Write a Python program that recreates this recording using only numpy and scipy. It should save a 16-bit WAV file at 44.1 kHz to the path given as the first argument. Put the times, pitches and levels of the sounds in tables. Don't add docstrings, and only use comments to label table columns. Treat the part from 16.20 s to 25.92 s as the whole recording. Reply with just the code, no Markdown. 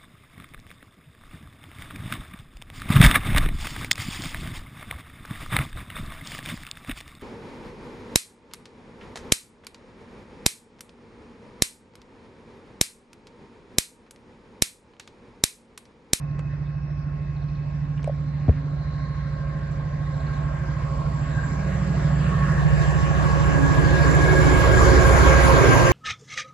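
import sys
import numpy as np
from scipy import signal
from scipy.fft import rfft, irfft, next_fast_len
from scipy.io import wavfile
from scipy.ndimage import uniform_filter1d

SR = 44100
rng = np.random.default_rng(int(sys.argv[2]) if len(sys.argv) > 2 else 0)


def generate_wav(signal):
    frames = np.transpose(np.atleast_2d(signal))
    scaled = np.clip(frames, -1, 1) * 32767
    pcm = np.round(scaled).astype(np.int16)
    wavfile.write(sys.argv[1], SR, pcm)


N = 428652

# [t/s, f/Hz]
ENGINE_CYCLE = [(0, 13.23), (5.7, 13.24), (6.3, 13.27), (7, 13.3), (8, 13.26), (8.4, 13.2), (8.85, 13.03),
                (9.72, 12.8)]
# [far-off level/dB, alongside level/dB]
EXHAUST_ORDERS = [(-63.5, -37.5), (-46, -27.5), (-39.5, -20.5), (-59, -37), (-50, -28.5), (-48, -38),
                  (-46, -23), (-44.5, -30.5), (-29, -24.5), (-43, -34), (-48, -36), (-60, -30.5)]
# [t/s, base f/Hz]
DRIVE_WHINE = [(0, 269.5), (2.6, 271.5), (5, 273.5), (5.9, 275.7), (6.6, 275), (8.2, 274.3), (8.7, 271.3),
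               (9.72, 265.5)]
# [t/s, f/Hz]
TURBO_WHISTLE = [(3.5, 7275), (6.8, 7370), (7.6, 7230), (8.3, 7120), (8.9, 6960), (9.72, 6680)]
# [f/Hz, level/dB]
FAR_ROAR = [(25, -40), (45, -6), (150, -5.5), (221, -19.5), (445, -30.5), (700, -22.5), (1080, -32),
            (1330, -33), (1800, -28.5), (2600, -42), (3000, -47), (4300, -45), (5500, -50), (7300, -61),
            (9500, -72.5), (11200, -74), (15500, -101.5)]
# [f/Hz, level/dB]
NEAR_ROAR = [(25, -24.5), (45, 1.5), (150, 0), (221, -2.5), (350, -5), (600, -4), (800, -12.5),
             (1100, -4.5), (1350, -8), (1650, -12), (2600, -19.5), (3440, -26.5), (7000, -27.5),
             (9500, -36.5), (10900, -36.5), (13000, -44), (15500, -64.5)]
# [f/Hz, left minus right level/dB, right leads/rad before the stereo picture flips,
# right leads/rad after it flips, likeness of the two sides/0-1]
MIC_PORTS = [(35, -3.5, .3, .1, .95), (65, -4.4, .3, -.1, .98), (95, -4.5, .25, -.7, .97),
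             (120, -5, .3, -1.7, .98), (145, -4.4, .3, -1.8, .96), (180, -6, .3, -2.4, .95),
             (250, -4.5, .1, -3.9, .95), (375, -2, .3, -5.5, .87), (575, -6, 1, -6.8, .6),
             (825, -1, 3.8, -6.9, .55), (1100, 0, 5.8, -7.7, .55), (1550, 0, 5.7, -11, .45),
             (2150, 0, 6.1, -12.4, .5), (3000, -.5, 7.5, -16.5, .35), (4200, -2, 7.5, -18.6, .4),
             (5700, -3.5, 8.9, -17, .5), (7000, -.5, 8, -17.9, .55), (7800, 0, 9.2, -16, .93),
             (9400, 0, 9.6, -15.3, .95), (10300, 0, 12.5, -12.8, .93), (11700, 0, 12.6, -12.5, .95),
             (12600, 0, 15.6, -9.6, .93)]
# [t/s, level/dB, lowest f/Hz, highest f/Hz]
FINGER_TICKS = [(.11, -40, 3900, 4700), (0.192, -20, 890, 2360), (0.1915, -37, 3500, 7900),
                (1.776, -32, 1210, 3000), (1.793, -24.5, 990, 2000), (1.8295, -36, 2510, 6000),
                (1.843, -24, 700, 3000), (1.8426, -40, 5200, 9000), (1.875, -45, 2960, 9010),
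                (2.2805, -28, 900, 2600), (2.293, -21, 600, 1800), (2.325, -30, 1300, 2600),
                (7.95, -32, 2000, 13000)]
# [t/s, peak level/dB, f/Hz that the pitch sinks to, time to fade by 60 dB/s]
HOLLOW_KNOCKS = [(.192, -35, 500, 0.017), (1.876, -18, 565, 0.028), (1.8955, -21, 547, .032),
                 (.248, -46, 580, .023), (.335, -40, 547, .032), (2.28, -31, 670, .03),
                 (2.283, -17.5, 235, 0.083), (1.844, -31, 426, 0.011), (2.289, -21.5, 570, 0.022),
                 (2.293, -16.5, 440, 0.012), (2.2975, -23.5, 427, .016), (2.466, -35, 420, 0.017)]
# [start t/s, end t/s, base f/Hz at start, base f/Hz at end]
SLOWER_DRIVES = [(2.6, 5.45, 262.5, 265.5), (3.9, 5.4, 265, 248)]
# [start t/s, end t/s, f/Hz, level/dB]
STEADY_HUM = [(8.2, 9.4, 552, -37), (8.2, 9.4, 1100, -34), (7.9, 10.5, 2195, -41)]
# [start t/s, end t/s, f/Hz, level/dB, blur rate/Hz]
FAR_TWITTER = [(-1, 1.9, 2570, -65, 220), (2, 3.25, 4100, -64, 800), (-1, 1, 5450, -75, 200),
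               (1.2, 2, 5480, -71, 200)]
# [multiple of base f, far-off level/dB, alongside level/dB]
DRIVE_LINES = [(1, -61.5, -32.5), (2, -59, -29.5), (3, -72, -37.5), (4, -58, -30.5), (6, -68.5, -27),
               (8, -89.5, -43.5)]
# [t/s, half length/s, f/Hz, half width/octaves, level change/dB]
TRAIN_SWELLS = [(0.63, 0.18, 2100, 4.6, -1.5), (4.19, 0.15, 1085, 0.046, 6.5), (4.75, 0.15, 1070, .05, 7.5),
                (6.2, 0.21, 1085, .03, 10.5), (2.85, .12, 1080, .02, 3.5), (5.2, 0.061, 1580, 0.025, 7),
                (5.25, 0.16, 1580, 0.014, 4.5), (3.9, .12, 1580, .02, 2.5), (9.38, 0.33, 3000, 0.56, 2.5),
                (3.6, 0.24, 1580, 0.046, -2), (5.83, 0.55, 1085, 0.025, -5.5), (7.8, 0.57, 180, .04, -8),
                (8.5, 0.48, 159, .04, 4.5), (7, .6, 186, .04, 8.5), (9.15, .2, 119, .05, -10),
                (9.3, 0.28, 172, 0.036, -5.5), (9.4, .3, 35, .4, 4.5), (5.6, 0.34, 186, .04, 17),
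                (6.25, 0.19, 186, .04, 9.5), (6.38, 0.28, 155, 0.24, 7), (6.623, 0.035, 7600, 3.3, 4),
                (4.8, 0.15, 1700, 0.2, -12), (7.04, 0.5, 1084, 0.085, 6), (8.3, 0.25, 140, 0.1, 4),
                (2.21, 0.66, 258, 0.23, 8.5), (3.6, 0.83, 580, .12, 4.5), (9.85, 0.51, 265, 0.31, 6),
                (5.8, 2.9, 7400, 0.2, 7.5), (0.19, 1.3, 310, 0.38, 7), (7.8, 0.99, 1651, 0.042, 12),
                (5.3, 2.2, 727, 0.12, 7), (6.86, 0.83, 2730, 0.11, 6), (7.66, 0.67, 162, 0.21, 7),
                (5.9, .5, 172, .04, 8.5), (6, .5, 76, .4, 1.5), (3, 1, 1090, 0.095, 1.5),
                (.2, 0.79, 1300, 0.49, 3), (7.65, 0.65, 267, 0.085, 10), (5.9, 0.22, 150, 0.2, 7),
                (8.21, 0.75, 346, 0.22, 7), (8.6, 0.25, 145, 0.12, -9.5), (12, 0.49, 190, 0.094, 7),
                (8.7, 0.28, 40, .25, 8), (9.45, 0.04, 383, 0.092, 13.5), (8.6, 0.11, 114.7, 0.14, 3.5),
                (9.73, 0.34, 63.4, 0.29, -15)]
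# [t/s, level/dB, first gap/s]
BIRD_TRILLS = [(1.1615, -53.5, .058), (3.9385, -48.5, .061)]
# [delay t/s, level/dB against the note]
BIRD_ECHOES = [(.014, -9), (.023, -11), (.035, -14), (.05, -17)]
# [multiple of base f, far-off level/dB, alongside level/dB]
SLOWER_DRIVE_LINES = [
    [(4, -56.5, -41.5), (6, -59, -31.5)],
    [(4, -58, -39.5), (6, -67, -44)],
]
# [t/s, half length/s, level/dB, lowest f/Hz, highest f/Hz]
SOFT_PUFFS = [(0.191, 0.0089, -46, 200, 2460), (1.82, 0.05, -58, 500, 2830), (1.785, .02, -57, 1000, 3000),
              (.46, .018, -65, 3300, 3900), (2.294, 0.011, -43, 300, 1500), (2.33, .09, -55, 1400, 2700),
              (1.87, .03, -58, 1500, 3000)]
# (start t/s, end t/s, f/Hz, level/dB)
WARBLE = (6, 7, 1769, -38.5)
SLOWER_DRIVE_ROUGHNESS = (.85, .95)

TIME = np.arange(N) / SR
STEP = TIME[::256]
SIZE = next_fast_len(N + SR)
FREQ = np.arange(SIZE // 2 + 1) * SR / SIZE
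SPEED_M_S, LEVEL_WITH_S, BESIDE_M = 15, 9.316, 20.4
FLIP_S = (6.33, 6.45)
ROAR_FAR_DB, ROAR_NEAR_DB = -12, -1
TURBO_FAR_DB, TURBO_NEAR_DB = -86, -42
FAN_ORDER, FAN_FAR_DB, FAN_NEAR_DB = 28, -72, -30.5
THROB_LAG, THROB_START, THROB_SPREAD = -.23, .1, .03
INVERT_ORDER = 14
SLOWING_S, NOTE_SCATTER_DB = 0.0052, 1.2
BUMP_S, BUMP_DB = 2.283, -4.5
FADE_S = .1
TOP_HZ = 15500


def undb(db):
    return 10 ** (np.asarray(db) / 20)


def columns(rows):
    s, *cols = np.transpose(rows)
    return [np.interp(TIME, s, c) for c in cols]


def along(hz, points, values):
    return np.interp(np.log(np.maximum(hz, 1)), np.log(points), values)


def walk(rate):
    steps = np.repeat(rng.standard_normal(8192), 4)
    smooth = uniform_filter1d(uniform_filter1d(steps, size=4), size=4)
    return 1.3 * np.interp(4 * (1 + rate * TIME), np.arange(len(smooth)), smooth)


def tone(hz, blur_hz, rough, start_cycles):
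    rough = np.clip(rough, 0, 1)
    smear = [np.sqrt(rough / 2) * (walk(blur_hz) + 1j * walk(blur_hz)) for _ in range(2)]
    steady = np.sqrt(1 - rough) * np.array([[1], [-1j]])
    cycles = np.cumsum(hz) / SR + start_cycles
    return np.sqrt(2) * np.real((steady + smear) * np.exp(2j * np.pi * cycles))


def add(out, s, sound):
    i = int(s * SR)
    out[i:i + len(sound)] += sound[:len(out) - i]


def nearness(t):
    metres = np.hypot(SPEED_M_S * (np.append(0, t) - LEVEL_WITH_S), BESIDE_M)
    return np.log(metres[0] / metres[1:]) / np.log(metres[0] / BESIDE_M)


def heard(hz, far_db, near_db, share=1):
    db = far_db + nearness(STEP) * (near_db - far_db)
    for s, half_s, centre_hz, octaves, swell_db in TRAIN_SWELLS:
        time_off = (STEP - s) / half_s
        pitch_off = np.log2(hz / centre_hz) / octaves
        db = db + share * swell_db * np.exp(-time_off ** 2 - pitch_off ** 2)
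    return np.interp(TIME, STEP, undb(db))


def spell(start_s, end_s):
    return 1 / (1 + np.exp((start_s - TIME) / FADE_S)) / (1 + np.exp((TIME - end_s) / FADE_S))


def held(start_s, end_s, hz, db, blur_hz, rough):
    return undb(db) * spell(start_s, end_s) * tone(np.full(N, 1. * hz), blur_hz, rough, 0)


def roar():
    noise = rfft(rng.standard_normal((2, SIZE)))
    place = 4 * np.log2(np.maximum(FREQ, 1) / 25)
    out = 0
    for k in range(38):
        hz = 25 * 2 ** (k / 4)
        band = irfft(noise * np.clip(1 - np.abs(place - k), 0, 1), SIZE)[:, :N]
        far_db = along(hz, *np.transpose(FAR_ROAR)) + ROAR_FAR_DB
        near_db = along(hz, *np.transpose(NEAR_ROAR)) + ROAR_NEAR_DB
        share = .35 if 100 < hz < 240 else 1
        flicker_db = min(hz / 400, 1) * (min(.9, 1500 / hz) * walk(6) + 1.7 * walk(18) + 1.5 * walk(50))
        out = out + band * (heard(hz, far_db, near_db, share) * undb(flicker_db))
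    return out


def exhaust():
    cycle_hz, = columns(ENGINE_CYCLE)
    rough = .012 + .1 * nearness(TIME) ** 4
    out = 0
    for k, (far_db, near_db) in enumerate(EXHAUST_ORDERS, 3):
        start_cycles = THROB_LAG + (k >= INVERT_ORDER) / 2 + THROB_START * k - THROB_SPREAD * k ** 2
        gain = heard(k * cycle_hz[0], far_db, near_db)
        out = out + gain * tone(k * cycle_hz, 2.358, rough, start_cycles)
    return out


def drive_whine():
    base_hz, = columns(DRIVE_WHINE)
    base_hz = base_hz * (1 + .0015 * walk(5))
    rough = .03 + .9 * nearness(TIME) ** 1.3
    out = 0
    for k, far_db, near_db in DRIVE_LINES:
        gain = heard(k * base_hz[0], far_db, near_db) * undb(1.5 * walk(9))
        out = out + gain * tone(k * base_hz, 14 * k, rough, 0)
    return out


def fan():
    cycle_hz, = columns(ENGINE_CYCLE)
    fan_hz = FAN_ORDER * cycle_hz
    return heard(fan_hz[0], FAN_FAR_DB, FAN_NEAR_DB) * tone(fan_hz, 14, 1.0, 0)


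def turbocharger():
    turbo_hz, = columns(TURBO_WHISTLE)
    turbo_hz = turbo_hz * (1 + .003 * walk(40))
    whistle = undb(2.5 * walk(9)) * tone(turbo_hz, 240, 1, 0)
    octave = undb(-35.5) * tone(2 * turbo_hz, 300, 0.86, 0)
    return heard(turbo_hz[0], TURBO_FAR_DB, TURBO_NEAR_DB) * (whistle + octave)


def twitter():
    return sum(undb(3 * walk(4)) * held(*row, 1) for row in FAR_TWITTER)


def handling():
    out, t = np.zeros(N), np.arange(int(.08 * SR)) / SR
    scrape = (1 - np.exp(-t / .0003)) * (1.4 * np.exp(-t / .0013) + .12 * np.exp(-t / .012))
    for s, db, low_hz, high_hz in FINGER_TICKS:
        sos = signal.butter(3, [low_hz, high_hz], "band", fs=SR, output="sos")
        noise = rng.standard_normal(len(t))
        add(out, s, undb(db) * signal.sosfilt(sos, noise * scrape))
    for s, db, hz, t60 in HOLLOW_KNOCKS:
        ring = (1 - np.exp(-(t / 0.0021) ** 2)) * undb(-60 * t / max(t60, .003))
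        sag = 1 + .2 * np.exp(-t / 0.0035)
        knock = ring / ring.max() * np.sin(2 * np.pi * np.cumsum(hz * sag) / SR)
        add(out, s - .001, undb(db) * knock)
    swing = np.sin(2 * np.pi * np.cumsum(62 + 150 * np.exp(-t / .008)) / SR)
    squeeze = (t / .012 * np.exp(1 - t / .012)) ** 2
    add(out, BUMP_S, -undb(BUMP_DB) * swing * squeeze)
    return out


def soft_puffs():
    out = 0
    for s, half_s, db, low_hz, high_hz in SOFT_PUFFS:
        sos = signal.butter(4, [low_hz, high_hz], "band", fs=SR, output="sos")
        puff = signal.sosfilt(sos, rng.standard_normal(N))
        envelope = np.exp(-((TIME - s) / half_s) ** 2)
        out = out + undb(db + 3.8 * walk(39.6)) * envelope * puff / puff.std()
    return out


def bird():
    out, t = np.zeros(N), np.arange(int(.03 * SR)) / SR
    shape = (1 - np.exp(-t / .0015)) * np.exp(-(t / .014) ** 3 - t / .02)
    for s, db, gap_s in BIRD_TRILLS:
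        for k, size in enumerate(rng.standard_normal(4)):
            start = s + k * gap_s + k * (k - 1) / 2 * SLOWING_S
            gain = undb(db + NOTE_SCATTER_DB * size)
            fall_hz = 900 + 70 * k + 60 * size
            note_hz = 4430 - fall_hz * (t / .014) ** 1.2
            note = shape * np.sin(2 * np.pi * np.cumsum(note_hz) / SR)
            add(out, start, gain * note)
            for late_s, echo_db in BIRD_ECHOES:
                add(out, start + late_s, gain * undb(echo_db) * note)
    return out


def slower_drives():
    out = 0
    for row, lines, rough in zip(SLOWER_DRIVES, SLOWER_DRIVE_LINES, SLOWER_DRIVE_ROUGHNESS):
        start_s, end_s, *hz = row
        base_hz = np.interp(TIME, [start_s, end_s], hz)
        for k, far_db, near_db in lines:
            gain = spell(start_s, end_s) * heard(k * hz[0], far_db, near_db)
            out = out + gain * tone(k * base_hz, 8 * k, rough, 0)
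    return out


def warble():
    return held(*WARBLE, 350, 0.86)


def hum():
    return sum(held(*row, 40, 1.0) for row in STEADY_HUM)


def ports(sound):
    hz, balance_db, before_rad, after_rad, direct = np.transpose(MIC_PORTS)
    likeness = along(FREQ, hz, direct)
    tilt = undb(along(FREQ, hz, balance_db) / 2)
    straight, scattered = rfft(sound, SIZE)

    def right_port(lead_rad):
        shifted = likeness * np.exp(1j * along(FREQ, hz, lead_rad)) * straight
        mixed = shifted + np.sqrt(1 - likeness ** 2) * scattered
        return irfft(mixed / tilt, SIZE)[:N]

    flip = np.interp(TIME, FLIP_S, [0, 1])
    left = irfft(straight * tilt, SIZE)[:N]
    right = (1 - flip) * right_port(before_rad) + flip * right_port(after_rad)
    return np.array([left, right])


def scene():
    train = roar() + exhaust() + drive_whine() + fan() + turbocharger()
    train = train + slower_drives() + warble() + hum()
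    air = ports(train + twitter() + bird())
    close = handling() + soft_puffs()
    return air + close * undb([[.5], [-.5]])


def record(dry):
    rounded = np.tanh(.8 * dry) / .8
    return signal.sosfilt(signal.ellip(8, .2, 70, TOP_HZ, fs=SR, output="sos"), rounded)


dry = scene()
out = record(dry)
generate_wav(out)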